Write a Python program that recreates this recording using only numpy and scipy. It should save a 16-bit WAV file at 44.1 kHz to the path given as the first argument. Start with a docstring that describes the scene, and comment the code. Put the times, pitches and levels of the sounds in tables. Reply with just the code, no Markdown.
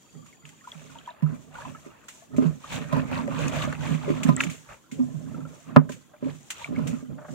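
"""Swells slop under the wooden hull of a small outrigger boat adrift on the open sea, and it booms.
The hull is a modal resonator, driven by shoving water, trapped air, slapping wavelets and one hard
knock; each mode has its own level and phase on the left and right. Breaking water adds the damped
oscillations of bubbles, drips and splashes, and the broadband hiss of spray. A joint creaks near
the end; the calm sea and, at first, a faint whine lie behind it all."""
import sys
import numpy as np
from scipy import signal
from scipy.fft import rfft, irfft, next_fast_len
from scipy.io import wavfile
from scipy.ndimage import uniform_filter1d, map_coordinates

SR = 44100
rng = np.random.default_rng(int(sys.argv[2]) if len(sys.argv) > 2 else 0)


def unload_audio(sound):
    """Save the sound as a 16-bit wav file, at the path given as the first command line argument."""
    columns = np.transpose(np.atleast_2d(sound))
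    # keep every value between -1 and 1, then stretch to whole-number steps
    steps = np.round(np.clip(columns, -1, 1) * 32767)
    wavfile.write(sys.argv[1], SR, steps.astype(np.int16))


N = 323798
TIME = np.arange(N) / SR
T = np.arange(SR // 4) / SR  # time within one short sound [s]
SIDES = np.array([[.5], [-.5]])  # left and right share of a difference


def amp(db):
    """Amplitude ratio of a level in decibels."""
    return 10 ** (np.asarray(db) / 20)

def unit(pair):
    """RMS normalisation: the mean of the two channels gets rms 1."""
    return pair / np.sqrt(np.mean(pair.mean(0) ** 2) + 1e-20)

def peaked(pair):
    """Peak normalisation: the mean of the two channels peaks at 1."""
    return pair / np.abs(pair.mean(0)).max()

def add(track, start, pair):
    """Superposition: a short sound joins the track at start [s]."""
    part = track[:, max(round(start * SR), 0):][:, :pair.shape[1]]
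    part += pair[:, :part.shape[1]]

def wobble(rate):
    """Random modulation: a smooth curve through rate knots a second."""
    knots = rng.standard_normal(int(N * rate / SR) + 4)
    return map_coordinates(knots, [np.arange(N) * rate / SR])

def noise(size, width):
    """Partially coherent white noise; width is the ratio of side to mid amplitude."""
    mid, side = rng.standard_normal((2, size))
    return np.array([mid + width * side, mid - width * side])

def coloured(x, spectrum):
    """Zero-phase filtering by a curve of (frequency [Hz], gain [dB]) points."""
    size = next_fast_len(x.shape[-1] + 8192)
    hz, db = np.transpose(spectrum)
    gain = amp(np.interp(np.log(np.fft.rfftfreq(size, 1 / SR) + 1), np.log(hz), db))
    return irfft(rfft(x, size) * gain, size)[..., :x.shape[-1]]

def envelope(events, rise_db_per_s, fall_db_per_s):
    """Incoherent summation: events (time [s], hold [s], level [dB]) rise, hold, fall; powers add."""
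    t, power = TIME[::64], 0
    for start, hold, db in events:
        before, after = np.maximum(start - t, 0), np.maximum(t - start - hold, 0)
        power = power + amp(db - rise_db_per_s * before - fall_db_per_s * after) ** 2
    return np.interp(TIME, t, np.sqrt(power))

def bubble(t, hz, cycles, glide, phase):
    """Damped oscillator, down to 1/e after cycles; positive glide is a bubble nearing the surface."""
    age = t * hz / cycles
    tone = np.sin(2 * np.pi * hz * t * (1 + glide * age) + phase)
    return tone * np.exp(-age) * (1 - np.exp(-t * hz))

def bubbles(per_s, low_hz, high_hz, cycles, spread_db, samples):
    """Random superposition: bubbles of many sizes ring from all directions."""
    count = int(per_s * N / SR)
    when, pitch, strength, angle, side = rng.random((count, 5)).T[:, :, None]
    hz = low_hz * (high_hz / low_hz) ** pitch
    gain = hz * amp(-spread_db * np.log(np.maximum(strength, .02)))
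    index = (when * N).astype(int) + np.arange(samples)
    pair = []
    for ear in SIDES[:, 0]:
        rings = bubble(np.arange(samples) / SR, hz, cycles, glide=0.0073, phase=ear * 5 * (angle - .4))
        panned = rings * gain * amp(ear * 18 * (side - .5))
        pair.append(np.bincount(index.ravel(), panned.ravel(), N)[:N])
    return unit(np.array(pair))

def hollows(pair, depth_db, width_hz, life_s):
    """Cavity resonance: hollows open and close in moving water, each briefly colouring its sound."""
    hz, t, spectra = signal.stft(pair, SR, nperseg=512)
    knots = rng.standard_normal((128, 512))
    grid = np.meshgrid(hz / width_hz, t / life_s, indexing="ij")
    gain = amp(depth_db * map_coordinates(knots, grid, mode="wrap"))
    return unit(signal.istft(spectra * gain, SR, nperseg=512)[1][:, :N])


# spectrum of the calm sea: (frequency [Hz], gain [dB])
SEA_SPECTRUM = [(30, -10), (220, 4.5), (700, -9), (2600, -21.5), (3400, -14.5), (5200, -30), (10000, -25),
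                (15500, -25)]

def sea():
    """Stationary noise: the calm sea all around, strongest at low frequencies."""
    return amp(-63.0) * unit(coloured(noise(N, width=0.71), SEA_SPECTRUM))

# lines of the whine: (frequency [Hz], relative level [dB])
WHINE_LINES = [(3250, -12), (4620, -13), (6980, -2), (7350, -13)]
# its fade: (time [s], level [dB])
WHINE_FADE = [(0, -65.5), (.4, -67), (1.2, -78)]

def whine():
    """Random amplitude modulation broadens a few high tones into a faint, unsteady whine."""
    pair = [sum(amp(db) * wobble(140) * np.sin(2 * np.pi * hz * TIME) for hz, db in WHINE_LINES)
            for _ in SIDES]
    level_db = np.interp(TIME, *np.transpose(WHINE_FADE))
    return amp(level_db) * unit(np.array(pair))

# spectrum of bubbling water: (frequency [Hz], gain [dB])
WASH_SPECTRUM = [(280, -17), (580, 10.5), (730, 0), (900, 1), (1030, 0.5), (1220, 4), (1420, -1),
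                 (2100, -6), (2650, -7), (3200, -18), (4600, -20), (9000, -48)]

def trickle():
    """Sparse bubble resonances: ripples keep up a soft, uneven babble between the waves."""
    cloud = bubbles(per_s=110, low_hz=620, high_hz=3640, cycles=14, spread_db=3, samples=1000)
    babble = coloured(cloud + 0.6 * noise(N, width=0.83), WASH_SPECTRUM)
    return amp(-66) * hollows(babble, depth_db=5.5, width_hz=191, life_s=0.077)

def wood_tap(t60):
    """Impact transient: wood on wood gives a dry noise burst that falls 60 dB in t60 [s]."""
    spectrum = [(300, -9), (600, 9.0), (1450, 9), (2100, -4.5), (15000, -76)]
    return unit(coloured(noise(len(T), width=0.53), spectrum)) * amp(-60 * T / t60)

# slips of a wooden joint: (time [s], level [dB])
JOINT_SLIPS = [(6.134, -41.5), (7.18, -35.5), (7.213, -36), (7.244, -35), (7.282, -35.5)]

def creak():
    """Stick-slip friction: a joint gives in soft jerks, and each makes the timber hum briefly."""
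    track = np.zeros((2, N))
    timber = bubble(T, hz=597, cycles=8.4, glide=0.0011, phase=SIDES * 0.9)
    onset = 1 - np.exp(-T / 0.0044)
    for start, db in JOINT_SLIPS:
        add(track, start, amp(db) * (0.59 * wood_tap(t60=0.091) + 1.18 * timber) * onset)
    return track

# spectrum of splash hiss as heard, with the microphone's colour: (frequency [Hz], gain [dB])
HEARD_HISS = [(500, -20), (1200, -5.5), (2700, 0.5), (5000, -11.5), (7000, 1.5), (10000, -15), (15500, -20)]
# single bubbles and drips: (time [s], level [dB], frequency [Hz])
PLINKS = [(0.328, -42, 2170), (0.6094, -46, 1860), (0.673, -31.5, 984), (.718, -27.5, 3340),
          (.897, -44, 1430), (.955, -35, 918), (0.987, -35.5, 3160), (1.06, -38, 3220), (1.074, -27, 968),
          (1.0885, -33, 970), (1.105, -38, 3720), (1.2628, -34.5, 1310), (1.553, -30, 1450),
          (1.584, -30.5, 940), (1.618, -33.5, 1680), (1.65, -29.5, 1018), (1.748, -33, 1297),
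          (2.342, -39.5, 1260), (2.641, -29.5, 1184), (3.277, -26, 557), (3.477, -21, 2560),
          (4.365, -15.5, 7560), (4.38, -27, 1960), (5.344, -35.5, 1330), (5.405, -38, 1330),
          (5.451, -36.5, 1350), (6.615, -32.5, 947), (6.644, -22, 2300), (6.761, -30.5, 2210)]

def drips():
    """Bubble resonance: single air bubbles plink, each followed by a wet patter of others."""
    track, wetness = np.zeros((2, N)), np.zeros((1, N))
    for start, db, hz in PLINKS:
        lead = rng.normal(1.0, 0.33)
        plink = bubble(T, hz, cycles=9.5 * (1000 / hz) ** 0.09, glide=.001, phase=SIDES * lead)
        onset = 1 - np.exp(-T * hz / 2)
        tick = unit(coloured(noise(len(T), width=1.0), HEARD_HISS)) * np.exp(-T / 0.0035)
        shudder = 1 + .4 * np.interp(T, T[::80], rng.standard_normal(len(T[::80])))
        add(track, start, amp(db) * (plink * onset * shudder + amp(-26) * tick))
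        add(wetness, start, amp(db - 60 * T[None] / 0.16) * (1 - np.exp(-T / 0.014)))
    patter = bubbles(per_s=930, low_hz=643, high_hz=4150, cycles=6.4, spread_db=5.0, samples=500)
    return track + amp(-17) * wetness * unit(coloured(patter, WASH_SPECTRUM))

# wavelets closing: (time [s], level [dB], frequency [Hz], spray trim [dB], spray T60 [s])
WAVELET_POPS = [(0.259, -46.5, 1300, -2.5, 0.29), (0.453, -37.5, 2670, -11.5, 0.75),
                (0.49, -50, 2100, 11.5, 0.042), (2.083, -42, 1420, 9, 0.13), (2.364, -42.5, 2360, 3, 0.16),
                (3.276, -35, 1950, -4, 0.013), (3.482, -25, 6700, -9, 0.12),
                (3.726, -24.5, 1510, -1.5, 0.012), (4.232, -23.5, 2430, 1, 0.075),
                (4.406, -16, 1704, -10, 0.1), (4.436, -19.5, 2290, -4.5, 0.064),
                (4.468, -29.5, 2300, -9, 0.027), (4.498, -31.5, 2360, -2.5, 0.31),
                (4.914, -41, 2200, 0.5, 0.25), (5.892, -36, 1590, -2.5, 0.17), (5.918, -48, 4520, 12, 0.16),
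                (6.503, -29.5, 3060, 7.5, 0.098), (6.871, -37, 2800, 6.5, 0.16)]

def splashes():
    """Air entrapment: a wavelet shuts with a falling pop, rough with tearing bubbles, then spray."""
    track = np.zeros((2, N))
    for start, db, hz, spray_db, t60 in WAVELET_POPS:
        pop = bubble(T, hz, cycles=6.2, glide=-0.01, phase=SIDES * rng.uniform(-.9, .9))
        band = [(hz / 4, -60), (hz / 2, -14), (hz * .8, 0),
                (hz * 1.15, 0), (hz * 1.6, -18), (hz * 3, -50)]
        tear = unit(coloured(noise(len(T), width=0.97), band))
        tear *= np.exp(-T * hz / 8) * (1 - np.exp(-T * hz))
        spray = unit(coloured(noise(len(T), width=0.96), HEARD_HISS))
        spray *= amp(-60 * T / t60) * (1 - np.exp(-T / 0.0013))
        add(track, start, amp(db) * (pop + 0.54 * tear + 0.43 * amp(spray_db) * spray))
    return track

# spectrum of spray tearing off a wavelet: (frequency [Hz], gain [dB])
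TEARING_SPECTRUM = [(1200, -31.5), (2400, -1), (3600, -3.5), (5000, -19), (8000, -51)]

def plop():
    """Cavity collapse: a hollow gulps down its air in a tone that swells and falls in pitch."""
    start_hz, swell_s, sag_s = 3123, 0.0031, 0.0162
    phase = 2 * np.pi * start_hz * sag_s * (1 - np.exp(-T / sag_s))
    swell = (T / swell_s * np.exp(1 - T / swell_s)) ** 3
    froth = unit(coloured(noise(len(T), width=0.97), TEARING_SPECTRUM))
    track = np.zeros((2, N))
    add(track, start=4.403, pair=amp(-13.5) * swell * (np.sin(phase) + 0.14 * froth))
    return track

# wavelets breaking along the side: (time [s], hold [s], wash level [dB], spray level [dB])
BREAKERS = [(0.697, 0.41, -60.5, -67.5), (1.177, 0.18, -57, -95), (1.552, 0.14, -50, -64.5),
            (1.746, 0.31, -60, -81), (2.426, 0.036, -43, -61.5), (2.644, 0.061, -56, -59.5),
            (2.731, 0.032, -39.5, -46), (2.818, 0.012, -44, -58), (2.931, 0.069, -36.5, -60),
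            (3.121, 0.07, -37, -55), (3.325, 0.035, -42, -57), (3.393, 0.064, -36.5, -49),
            (3.538, 0.1, -36.5, -47.5), (3.689, 0.052, -44, -59.5), (3.823, .12, -41.5, -51),
            (4.02, 0.19, -45.5, -57), (4.269, 0.014, -40, -51), (4.4, 0.073, -47, -53),
            (4.708, 0.014, -48, -74), (5.29, 0.28, -61, -92), (5.676, 0.078, -55.5, -77),
            (6.249, 0.057, -52, -64.5), (6.57, 0.078, -53.5, -55), (6.763, 0.19, -52, -68.5)]
# sheets of fizzing foam: (time [s], hold [s], level [dB])
FOAM_SHEETS = [(0, 0.34, -66.5), (.68, 0.22, -59), (1.35, 0.093, -63.5), (1.58, 0.25, -60),
               (2.14, 0.018, -55.5), (2.42, 2.33, -60.5), (4.98, 0.36, -62), (5.5, 0.13, -60.5),
               (5.94, 0.058, -62), (6.33, 0.33, -60), (6.88, 0.088, -58.5), (7.31, .03, -59)]
# spectrum of the high fizz as heard, with the microphone's colour: (frequency [Hz], gain [dB])
HEARD_FIZZ = [(3400, -4), (4900, -11), (6140, -1.5), (7000, 0.5), (7810, -3), (9690, -13.5), (11800, -17.5),
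              (15500, -17.5)]

def wash():
    """Air entrainment: breaking water rings with bubbles; spray hisses, the tumbling mass rumbles."""
    slopes = dict(rise_db_per_s=336.5, fall_db_per_s=241)
    breaking = envelope([(start, hold, db) for start, hold, db, _ in BREAKERS], **slopes)
    spray = envelope([(start, hold, db) for start, hold, _, db in BREAKERS], **slopes)
    foam = envelope(FOAM_SHEETS, rise_db_per_s=119, fall_db_per_s=94)
    cloud = bubbles(per_s=900, low_hz=593, high_hz=2890, cycles=4, spread_db=2.5, samples=500)
    crackle = bubbles(per_s=1100, low_hz=822, high_hz=6150, cycles=1.57, spread_db=3.5, samples=200)
    bubbling = coloured(0.55 * cloud + 0.63 * crackle + noise(N, width=0.9), WASH_SPECTRUM)
    body = hollows(bubbling, depth_db=3.0, width_hz=171.7, life_s=.045)
    mist = bubbles(per_s=800, low_hz=4260, high_hz=14800, cycles=7.0, spread_db=6.0, samples=160)
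    fizz = unit(coloured(0.32 * mist + noise(N, width=1.0), HEARD_FIZZ))
    tearing = unit(coloured(crackle + 2.6 * noise(N, width=.9), TEARING_SPECTRUM))
    rumble = unit(coloured(noise(N, width=.7), [(22, -10.5), (50, 5.5), (180, 3.0), (400, -41.0)]))
    flutter = amp(1.2 * wobble(45))
    hiss = np.hypot(spray, foam) * fizz + amp(2.0) * spray * tearing
    return flutter * (breaking * (body + amp(-6.5) * rumble) + hiss)

# hull modes before tilt and damping:
# (frequency [Hz], T60 [s], level [dB], left minus right [dB], left phase lead [rad])
HULL_MODES = [(124, 0.022, -18, 34, -15), (151.35, 0.18, -0.5, -14, -2), (228.6, 0.15, -15.5, 11, 1),
              (257.9, 0.13, 2.5, -5.5, 2.5), (355.2, 0.11, -20, -8.5, 3.5), (433, 0.093, -15, -7.5, 2),
              (591, 0.038, -10.5, -15, 0.97), (1011.5, 0.063, -15, -4.5, 1.5),
              (1222.5, 0.073, -17.5, 3, -2.5), (1504, 0.016, -30, 3.5, 3), (2720, 0.0088, -28, -9, -2.5)]

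def hull_ring(tilt_db_per_octave, damping):
    """Impulse response of the hull: a sum of damped modes, tilted upward by a harder tap."""
    ring = 0
    for hz, t60, db, pan_db, lead in HULL_MODES:
        octaves = np.log2(hz / HULL_MODES[0][0])
        level_db = db + tilt_db_per_octave * octaves + SIDES * pan_db - 60 * damping * T / t60
        ring += amp(level_db) * np.sin(2 * np.pi * hz * T + SIDES * lead)
    # the planks radiate little below their first mode
    return signal.sosfilt(signal.butter(4, 112, "highpass", fs=SR, output="sos"), ring)

# modes of the struck board: (frequency [Hz], level [dB], left minus right [dB])
BOARD_MODES = [(618, -11, -5), (1027, -7, 0), (1260, -7.5, -4)]

def knock():
    """Impact excitation: a light first touch, the bark of the struck board, then the hull rings."""
    strike_s, board_t60_s = 5.7632, 0.03
    track = np.zeros((2, N))
    board = sum(amp(db + SIDES * pan_db - 60 * T / board_t60_s) * np.sin(2 * np.pi * hz * T)
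                for hz, db, pan_db in BOARD_MODES)
    hull = hull_ring(tilt_db_per_octave=5.0, damping=1.24) * (1 - np.exp(-T / 0.00035))
    add(track, strike_s - .003, amp(-26) * wood_tap(t60=0.14))
    add(track, strike_s, board + amp(-20) * wood_tap(t60=0.04))
    add(track, strike_s + 0.00344, amp(0.5) * peaked(hull))
    return track

# wavelets smacking the planks: (time [s], peak level [dB])
PLANK_SLAPS = [(1.223, -31.5), (2.926, -18.5), (2.967, -20), (3.114, -27.5), (3.406, -27), (4.288, -15.5),
               (6.787, -26.5)]

def slaps(decay_s=0.0097):
    """Broadband excitation: a wavelet's short, rough push brings out the hull's higher modes."""
    track, hull = np.zeros((2, N)), hull_ring(tilt_db_per_octave=4.0, damping=0.87)
    for start, db in PLANK_SLAPS:
        push = rng.standard_normal((1, len(T))) * np.exp(-T / decay_s)
        smack = signal.fftconvolve(push, hull, axes=1)[:, :len(T)]
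        add(track, start, amp(db) * peaked(smack))
    return track

# air trapped under the hull: (time [s], peak level [dB], final frequency [Hz], swell time [s])
AIR_POCKETS = [(0.134, -44, 160.7, 0.0097), (0.748, -41.5, 162.5, 0.008), (1.225, -16.5, 149, 0.005),
               (1.323, -38, 246, 0.002), (1.862, -38.5, 295, 0.0032), (2.382, -13, 251, 0.0013),
               (2.421, -23.5, 326, 0.005), (2.447, -17.5, 166, 0.011), (3.279, -29.5, 500, 0.00082),
               (3.905, -18.5, 152, 0.0042), (3.944, -22.5, 155, 0.0025), (4.078, -22.5, 333, 0.0038),
               (4.1, -18, 284, 0.0035), (4.249, -16, 193, 0.0026), (4.285, -10.5, 159.4, 0.0014),
               (4.314, -20, 153, 0.0027), (4.462, -24.5, 174, 0.0058), (4.922, -30, 198, 0.0013),
               (4.989, -20.5, 250.5, 0.0061), (5.139, -29, 156, 0.007), (5.266, -41, 198, 0.0067),
               (5.896, -26.5, 327, 0.00028), (6.225, -25, 282, 0.0014), (6.253, -29, 267, 0.0036),
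               (6.688, -33, 255, 0.001), (6.778, -22.5, 220, 0.0017), (6.927, -24, 217, 0.0037),
               (7.026, -33, 243, 0.0011), (7.081, -34.5, 207, 0.0086), (7.289, -42, 164, .003)]

def thumps():
    """One resonator drives another: a trapped air pocket glugs and sets the hull ringing."""
    sag, sag_s = 0.44, 0.0049  # a glug starts this fraction above its final pitch and sinks to it
    track, hull = np.zeros((2, N)), hull_ring(tilt_db_per_octave=6.0, damping=0.84)
    for start, db, hz, swell_s in AIR_POCKETS:
        stretch = 1 + rng.normal(0, 0.021)  # the waterline shifts the hull's pitches
        ring = np.array([np.interp(T * stretch, T, ear) for ear in hull])
        phase = 2 * np.pi * hz * (T + sag * sag_s * (1 - np.exp(-T / sag_s)))
        pocket = T / swell_s * np.exp(-T / swell_s) * (np.sin(phase) + .5 * rng.standard_normal(len(T)))
        boom = peaked(signal.fftconvolve(pocket[None], ring, axes=1)[:, :len(T)])
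        glug_gain = np.exp(-T * hz / 3.5) * (1 - np.exp(-T / swell_s)) * amp(SIDES * -4)
        glug = peaked(glug_gain * np.sin(phase + SIDES * 1.3))
        add(track, start, amp(db) * peaked(boom + 0.31 * glug))
    return track

def plank_boom():
    """Random excitation: small shoves drive the hull's modes; the response is held at even power."""
    shoves = rng.standard_normal((1, N)) * amp(5 * wobble(70))
    boom = signal.fftconvolve(shoves, hull_ring(tilt_db_per_octave=-2.5, damping=0.95), axes=1)[:, :N]
    power = np.abs(uniform_filter1d(boom.mean(0) ** 2, size=1500))
    return unit(boom / np.sqrt(power))

# swells shoving at the planks: (time [s], hold [s], boom level [dB])
SWELLS = [(.16, 0.065, -53.5), (.45, 0.013, -53.5), (.82, 0.16, -55.5), (1.3, 0.025, -40.5),
          (1.48, 0.075, -55), (1.66, 0.044, -44.5), (2.35, 0.13, -36), (2.73, 0.11, -38.5),
          (2.94, 0.09, -34), (3.12, 0.26, -36), (3.42, 0.04, -29), (3.56, 0.14, -35), (3.8, 0.14, -34.5),
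          (4.05, 0.42, -37), (4.96, 0.36, -42.5), (5.35, 0.095, -39.5), (5.69, 0.21, -43),
          (6.26, 0.045, -40.5), (6.71, 0.1, -35.5), (6.82, 0.084, -34), (7.1, 0.032, -40.5),
          (7.31, 0.03, -43)]

def slosh(calm_db=-76):
    """Forced vibration: swells keep the hull booming while large bubbles gurgle underneath."""
    push = np.hypot(envelope(SWELLS, rise_db_per_s=442, fall_db_per_s=151.5), amp(calm_db))
    churn_spectrum = [(25, -33), (70, -2), (140, 5.5), (570, -16.5), (1000, -55.0)]
    churn = unit(coloured(noise(N, width=0.68), churn_spectrum))
    gurgle = bubbles(per_s=90, low_hz=231.4, high_hz=601, cycles=4.5, spread_db=4.5, samples=3000)
    return push * (plank_boom() + amp(-6.5) * churn + amp(-12.0) * gurgle)


def scene():
    """Linear superposition of all sources, heard from a seat in the boat."""
    water = slosh() + thumps() + slaps() + wash() + trickle() + drips() + splashes() + plop()
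    return water + knock() + creak() + sea() + whine()

def record(dry):
    """Band limiting and soft saturation: deep bass and top treble go, peaks round off at full scale."""
    low_hz, top_hz, knee_hardness = 55, 15800, 5
    thin = signal.sosfilt(signal.butter(2, low_hz, "highpass", fs=SR, output="sos"), dry)
    rounded = thin / (1 + np.abs(thin) ** knee_hardness) ** (1 / knee_hardness)
    size = next_fast_len(N + 8192)
    passband = np.fft.rfftfreq(size, 1 / SR) < top_hz
    return irfft(rfft(rounded, size) * passband, size)[:, :N]


dry = scene()
out = record(dry)
unload_audio(out)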